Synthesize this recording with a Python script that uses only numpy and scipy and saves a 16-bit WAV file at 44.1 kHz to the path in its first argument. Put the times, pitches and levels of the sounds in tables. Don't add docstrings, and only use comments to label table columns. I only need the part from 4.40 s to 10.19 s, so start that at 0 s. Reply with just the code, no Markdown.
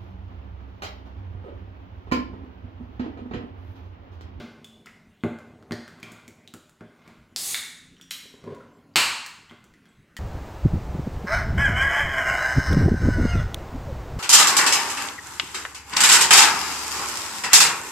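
import sys
import numpy as np
from scipy import signal
from scipy.fft import rfft, irfft
from scipy.io import wavfile
from scipy.ndimage import uniform_filter1d

SR = 44100
rng = np.random.default_rng(int(sys.argv[2]) if len(sys.argv) > 2 else 0)


def magnitude_from_level(level_db):
    exponent = np.asarray(level_db, float) / 20
    return 10 ** exponent


def put_to_file(sound):
    columns = np.atleast_2d(sound).T
    safe = np.clip(columns, -1, 1)
    whole_steps = np.round(safe * 32767)
    wavfile.write(sys.argv[1], SR, whole_steps.astype(np.int16))


N = 255364
LEAD = SR // 10

# (time [s], peak level [dB])
SEAL_CRACK, LID_TEAR, TAB_BEND, LID_POP = (2.9616, -15), (3.1452, -10), (3.7078, -21), (4.5583, -3)
# (frequency [Hz], level per Hz [dB])
SEAL_SPECTRUM = [(290, -84), (500, -35.5), (2300, -52), (3400, -12), (5020, -3), (7100, -19), (10500, -23),
                 (16000, -29)]
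BEND_SPECTRUM = [(200, -34), (530, 6), (950, -40.5), (2600, -9), (4700, -3.5), (8000, 9), (12000, -5.5),
                 (16000, -18.5)]
POP_SPECTRUM = [(60, -35.5), (232, -3.5), (451, -10.5), (937, 6), (3250, -4.5), (4230, 5.5), (8410, -22.5),
                (16000, -28.5)]
# (frequency [Hz], level [dB], decay time t60 [s])
SEAL_MODES = [(3300, -14, 0.004), (4620, 12, 0.009), (4920, 0, 0.015), (7230, 9.5, 0.0055)]
TEAR_MODES = [(1980, -4.5, 0.011), (2225, 8, 0.0094), (3640, 11.5, 0.0068), (3900, 3, 0.0042),
              (1600, -27, 0.0049), (2800, -1, 0.0055)]
BEND_MODES = [(3180, 9, 0.0063), (2510, -2.5, 0.0089), (3890, 4, 0.016), (2167, -10, 0.024)]
POP_MODES = [(2690, 6.5, 0.0077), (2380, 6, 0.0077), (4330, -4, 0.0043), (7750, 1.5, 0.0042)]
# (frequency [Hz], level per Hz [dB])
GAS_SPECTRUM = [(180, -54), (300, -11.5), (1480, -12.5), (4020, -1), (5340, -3.5), (8640, 4.5), (14700, -6),
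                (16000, -11)]
PUFF_SPECTRUM = [(1000, -17), (3000, -9), (6000, 3.5), (10000, -4.5), (13500, 1), (16000, -14)]
# (time [s], peak level [dB], ring frequency [Hz], hardness [dB], knock into the table [dB])
TICKS = [(0.2447, -39, 3500, 3, -13.5), (0.4593, -39.5, 1380, -2.5, -15), (0.9874, -42.5, 1510, -5, -8),
         (1.3208, -27, 1840, -10.5, -24), (1.479, -35.5, 1530, -7, -12.5),
         (1.6298, -26.5, 2366, -12.5, -11), (1.7186, -44.5, 2340, 6, 4), (2.4099, -38.5, 1550, -47, 5),
         (2.6773, -42.5, 2270, -6, -1), (3.6124, -38.5, 3460, -2, -28), (4.041, -44, 1094, -7, 6),
         (5.0922, -46, 1980, -11, -27), (5.456, -48, 1580, -8, -11.5), (5.7671, -27, 1890, -2.5, -24.5)]
# (time [s], peak level [dB], ring frequency [Hz], hardness [dB], knock into the table [dB])
NEAR_TICKS = [(1.226, -44.5, 1310, -18, -1), (1.6006, -56, 2250, 8, -24), (1.8794, -37, 2260, 0, -5.5),
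              (2.0761, -36.5, 3900, -7, -15), (2.1387, -35, 1350, 3.5, -2), (2.2945, -49.5, 1480, 1, -12.5),
              (3.5672, -47, 3080, -18, -23), (4.148, -50.5, 1402, 1, -10), (4.8625, -28.5, 1780, 1.5, -40),
              (5.241, -49.5, 1390, 1.5, -8), (5.3386, -45.5, 1960, -12, -26)]
# (frequency [Hz], level per Hz [dB])
SNAP_SPECTRUM = [(700, -22), (1500, 1.5), (3000, 13), (5500, 6), (9000, -11.5)]
CRACK_SPECTRUM = [(3000, -32), (7000, 4), (10000, -6), (16000, -10)]
# (time [s], level [dB], frequency [Hz], decay time t60 [s])
FLEXES = [(.247, -41, 3500, 0.021), (0.461, -43.5, 5150, .005), (0.4637, -50, 1900, 0.0098),
          (.471, -36, 2050, 0.013), (0.472, -48, 1440, 0.02), (0.468, -39, 2750, .006),
          (0.488, -40, 2120, 0.0072), (.808, -52, 3450, 0.008), (1.322, -21.5, 4480, 0.0027),
          (1.634, -36, 3200, 0.01), (2.147, -43, 1340, 0.01), (3.582, -61, 5690, 0.058),
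          (3.599, -45.5, 1500, .011), (3.625, -46.5, 5690, 0.039), (3.714, -33, 5560, 0.023),
          (4.206, -41, 1390, .02), (4.539, -55, 4780, 0.013), (5.097, -39.5, 3230, 0.01),
          (5.49, -55, 7900, .008), (5.245, -61, 6100, .02), (5.462, -58, 3300, 0.041),
          (5.771, -34, 3050, 0.017), (5.768, -40.5, 4640, 0.012)]
# (time [s], peak level [dB], rim clack over the knock [dB])
LANDINGS = [
    (0.8367, -12.5, -4),
    (1.3097, -19, -2),
    (2.4082, -48.5, 13),
    (5.111, -38.5, 7),
]
# (time [s], peak level [dB], rim clack over the knock [dB])
EARLIER_LANDING = (-0.033, -20.5, 0.12)
# (frequency [Hz], level [dB], decay time t60 [s])
LINGERING_HUM = (222, -44.5, 2.17)
# (frequency [Hz], level [dB], decay time t60 [s])
TABLE_MODES = [(193.3, -5.5, 0.062), (240.9, 1.5, 0.099), (299.5, 2.5, 0.05), (401.4, -6.5, 0.099),
               (484, -4, 0.033), (596.5, -9, 0.06), (860, -14, 0.037), (108.6, -9.5, 0.09),
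               (722, -13.5, 0.047)]
CAN_MODES = [(1525, 8.5, 0.012), (2090, 0.5, 0.037), (2490, 8.5, 0.0035), (1190, 0, 0.017),
             (3500, 8.5, 0.0022)]
SCRAPE_MODES = [(300, 1, 0.06), (414, 2.5, 0.067), (483, 2, 0.05), (235.3, -5, 0.18), (977, -3.5, .03),
                (1450, -13, .015)]
# (time [s], peak level [dB])
NUDGES = [(3.855, -43), (3.94, -39), (4.04, -36), (4.052, -35), (4.077, -31), (4.137, -41.5),
          (4.186, -39.5)]
# (start time [s], hold [s], level [dB])
DRAG = [(0.0, 0.081, -44), (.2, 0.44, -61), (1.0, 0.36, -46.5), (1.5, 0.57, -53.5), (2.6, 0.096, -52.5),
        (3.0, 0.19, -52), (4.0, 0.38, -51.5), (4.64, 0.027, -50)]
SCRAPE = [(4.07, 0.052, -40), (4.25, 0.16, -65.5)]
FINGERS = [(1.7, 0.014, -54), (2.68, 0.03, -59.5), (4.1, .04, -60.5), (5.1, 0.019, -63.5),
           (5.48, 0.034, -69.5)]
# (time [s], frequency [Hz], level [dB])
WHINE = [(3.0, 245, -76), (3.4, 254, -63), (4.0, 276, -62), (4.45, 281, -59), (4.9, 283, -76)]
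# (start time [s], hold [s], level [dB])
DRONE = [(3.35, .3, -63.5)]
# (frequency [Hz], level per Hz [dB])
FLOOR_SPECTRUM = [(21, -41), (45, -4), (217, 0.5), (734, -19), (1920, -15.5), (3190, -20), (4330, -25.5),
                  (15000, -37)]
# (frequency [Hz], decay time t60 [s])
ROOM_DECAY = [(100, 0.37), (300, 0.3), (1000, 0.81), (3000, 0.71), (7000, 0.68), (14000, 0.43)]
# (time [s], level [dB])
ECHOES = [(.0009, -17), (.0033, -13), (.0077, -9), (.017, -16.5), (.027, -16)]


def lid():
    out = gas() + puff()
    add(out, *SEAL_CRACK, coloured(SEAL_SPECTRUM))
    add(out, SEAL_CRACK[0] + 0.00046, SEAL_CRACK[1] + 3, ring(SEAL_MODES))
    add(out, *LID_TEAR, thin(ring(TEAR_MODES)))
    add(out, *TAB_BEND, coloured(BEND_SPECTRUM))
    add(out, TAB_BEND[0] + 0.0024, TAB_BEND[1] + 5, thin(ring(BEND_MODES)))
    return out


def pop():
    out = np.zeros(N + LEAD)
    s, db = LID_POP
    add(out, s, db, coloured(POP_SPECTRUM))
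    add(out, s + 0.00021, db + 0.63, ring(POP_MODES))
    add(out, s + 0.0001, db - 7, crack())
    return out


def gas():
    swell_db, swell_s = -10, 0.033
    since = np.maximum(clock() - SEAL_CRACK[0], 0)
    opening = np.minimum(since / 0.003, 1)
    jet = opening * magnitude_from_level(swell_db * np.exp(-since / swell_s))
    hold = strokes([(0.026, 3.11, -34)], rise_db_per_s=0, fall_db_per_s=413)
    return jet * hold * hiss(GAS_SPECTRUM, patchy_db=1.3)


def puff():
    s = TAB_BEND[0]
    fade = strokes([(s, 0.0058, -40.5)], rise_db_per_s=0, fall_db_per_s=500)
    return (clock() > s) * fade * hiss(PUFF_SPECTRUM, patchy_db=2.0)


def thin(x):
    return signal.sosfilt(signal.butter(3, 1350, "high", fs=SR, output="sos"), x)


def crack():
    splutter_s = 0.0026
    burst = rng.standard_normal(512) * np.exp(-np.arange(512) / SR / splutter_s)
    z = rfft(burst)
    return np.convolve(coloured(CRACK_SPECTRUM), irfft(z / abs(z))[:400])


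def landings():
    out = np.zeros(N + LEAD)
    for s, db, clack_db in [EARLIER_LANDING, *LANDINGS]:
        add(out, s, db - 3.0, knock())
        add(out, s, db + clack_db + 0.5, np.convolve(ring(CAN_MODES), np.hanning(14)))
        add(out, s, db + clack_db - 25.5, crack())
    add(out, EARLIER_LANDING[0], -24, coloured(SNAP_SPECTRUM))
    add(out, EARLIER_LANDING[0], LINGERING_HUM[1], ring([LINGERING_HUM], size=40000))
    for s, db in NUDGES:
        add(out, s, db, np.convolve(ring(SCRAPE_MODES), np.hanning(12)))
    return out


def knock():
    swing = ring(TABLE_MODES) * (1 - np.exp(-np.arange(8000) / SR / 0.0025))
    second = np.pad(swing, (round(0.018 * SR), 0))[:8000]
    return swing + magnitude_from_level(-5.5) * second


def ticks(rows, ring_s):
    out = np.zeros(N + LEAD)
    for s, db, hz, hard_db, knock_db in rows:
        add(out, s, db - 0.5, ring([(hz, 0, ring_s)]))
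        add(out, s, db + 2.5 + 0.23 * hard_db, coloured(SNAP_SPECTRUM))
        add(out, s, db + hard_db - 2.5, crack())
        add(out, s, db + knock_db, knock())
    return out


def creaks():
    out = np.zeros(N + LEAD)
    for s, db, hz, t60 in FLEXES:
        add(out, s, db, ring([(hz, 0, t60)]))
    return out


def rubbing():
    drag = strokes(DRAG, rise_db_per_s=120, fall_db_per_s=45)
    out = magnitude_from_level(-6.5) * drag * slips(TABLE_MODES, per_s=260, spread_db=1.6)
    scrape = strokes(SCRAPE, rise_db_per_s=600, fall_db_per_s=199)
    out += scrape * slips(SCRAPE_MODES, per_s=340, spread_db=2.5)
    fingers = strokes(FINGERS, rise_db_per_s=76, fall_db_per_s=114)
    return out + fingers * slips(CAN_MODES, per_s=2200, spread_db=5.0)


def motor():
    s, hz, db = np.transpose(WHINE)
    t = clock()
    drift = rng.standard_normal((2, len(t)))
    waver = evened(uniform_filter1d(uniform_filter1d(drift, size=3000), size=3000))
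    phase = 2 * np.pi * np.cumsum(np.interp(t, s, hz)) / SR
    whine = magnitude_from_level(np.interp(t, s, db, left=-120, right=-120) + 1.8 * waver[0]) * np.sin(phase)
    drone = strokes(DRONE, rise_db_per_s=60, fall_db_per_s=30) * np.sin(2 * np.pi * 172 * t)
    return whine + magnitude_from_level(2.5 * waver[1]) * drone


def background():
    return magnitude_from_level(-61.5) * hiss(FLOOR_SPECTRUM, patchy_db=-3.5)


def room(x, tail_db):
    taps = np.zeros(SR)
    at = np.arange(100, SR - 10, 10) + rng.integers(0, 10, (SR - 101) // 10)
    taps[at] = rng.choice([-1., 1.], len(at))
    hz, t, z = signal.stft(taps, SR, nperseg=256)
    decay = magnitude_from_level(-60 * t / read(ROOM_DECAY, hz)[:, None])
    tail = signal.istft(z * decay, SR, nperseg=256)[1][:SR]
    tail *= magnitude_from_level(tail_db) / np.linalg.norm(tail)
    tail[0] += 1
    for k, (s, db) in enumerate(ECHOES):
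        tail[round(s * SR)] += (-1) ** k * magnitude_from_level(db)
    return signal.fftconvolve(x, tail)[:N + LEAD]


def ring(modes, size=8000):
    t = np.arange(size) / SR
    return sum(magnitude_from_level(db - 60 * t / t60) * np.sin(2 * np.pi * hz * t) for hz, db, t60 in modes)


def coloured(spectrum):
    hz = abs(np.fft.fftfreq(4096, 1 / SR))
    log_gain = np.log(magnitude_from_level(np.maximum(read(spectrum, hz), -100)))
    return np.fft.ifft(np.exp(np.conj(signal.hilbert(log_gain)))).real[:2048]


def hiss(spectrum, patchy_db):
    frames, hz = (N + LEAD) // 256 + 5, np.fft.rfftfreq(1024, 1 / SR)
    a, b, patches = rng.standard_normal((frames, 513, 3)).T
    patches = uniform_filter1d(patches, size=12, axis=0)
    patches = evened(uniform_filter1d(patches, size=12, axis=1))
    z = (a + 1j * b) * magnitude_from_level(read(spectrum, hz)[:, None] + patchy_db * patches)
    return evened(signal.istft(z, nperseg=1024, noverlap=768)[1][:N + LEAD])


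def slips(modes, per_s, spread_db):
    chance, sign = rng.random((2, N + LEAD))
    strength = np.minimum(rng.exponential(1, N + LEAD), 4)
    size = magnitude_from_level(spread_db * strength) * np.sign(sign - 0.5)
    return evened(signal.oaconvolve(size * (chance < per_s / SR), ring(modes))[:N + LEAD])


def strokes(rows, rise_db_per_s, fall_db_per_s):
    t = clock()
    gain = 0
    for s, hold, db in rows:
        rise = rise_db_per_s * np.maximum(s - t, 0)
        fall = fall_db_per_s * np.maximum(t - s - hold, 0)
        gain = gain + magnitude_from_level(db - rise - fall)
    return gain


def add(mix, s, db, sound):
    part = mix[round(s * SR) + LEAD:][:len(sound)]
    part += (magnitude_from_level(db) * sound / abs(sound).max())[:len(part)]


def clock():
    return (np.arange(N + LEAD) - LEAD) / SR


def evened(x):
    return x / np.sqrt(np.mean(x ** 2) + 1e-20)


def read(points, hz):
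    f, value = np.transpose(points)
    return np.interp(np.log(hz + 1), np.log(f + 1), value)


def scene():
    mix = room(lid(), tail_db=2.0)
    mix += room(pop(), tail_db=8.0)
    mix += room(ticks(TICKS, ring_s=0.013) + creaks(), tail_db=-0.5)
    mix += room(ticks(NEAR_TICKS, ring_s=0.011), tail_db=-3.0)
    mix += room(landings() + rubbing(), tail_db=-0.2)
    mix = signal.sosfilt(signal.butter(2, 90, "high", fs=SR, output="sos"), mix)
    mix += motor() + background()
    return np.tile(mix[LEAD:], (2, 1))


def band_limit(x):
    return signal.sosfilt(signal.butter(12, 17090, fs=SR, output="sos"), x)


def record(dry):
    x = np.tanh(dry / 1.1) * 1.1
    low_pass = signal.firwin(301, 16100, window=("kaiser", 9), fs=SR)
    x = signal.oaconvolve(x, low_pass[None], "same")
    band = signal.butter(4, [8400, 11000], "band", fs=SR, output="sos")
    treble = signal.sosfilt(band, np.roll(x[0], 900))
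    x = x + magnitude_from_level(-22) * np.array([treble, -treble])
    return band_limit(x)


dry = scene()
out = record(dry)
put_to_file(out)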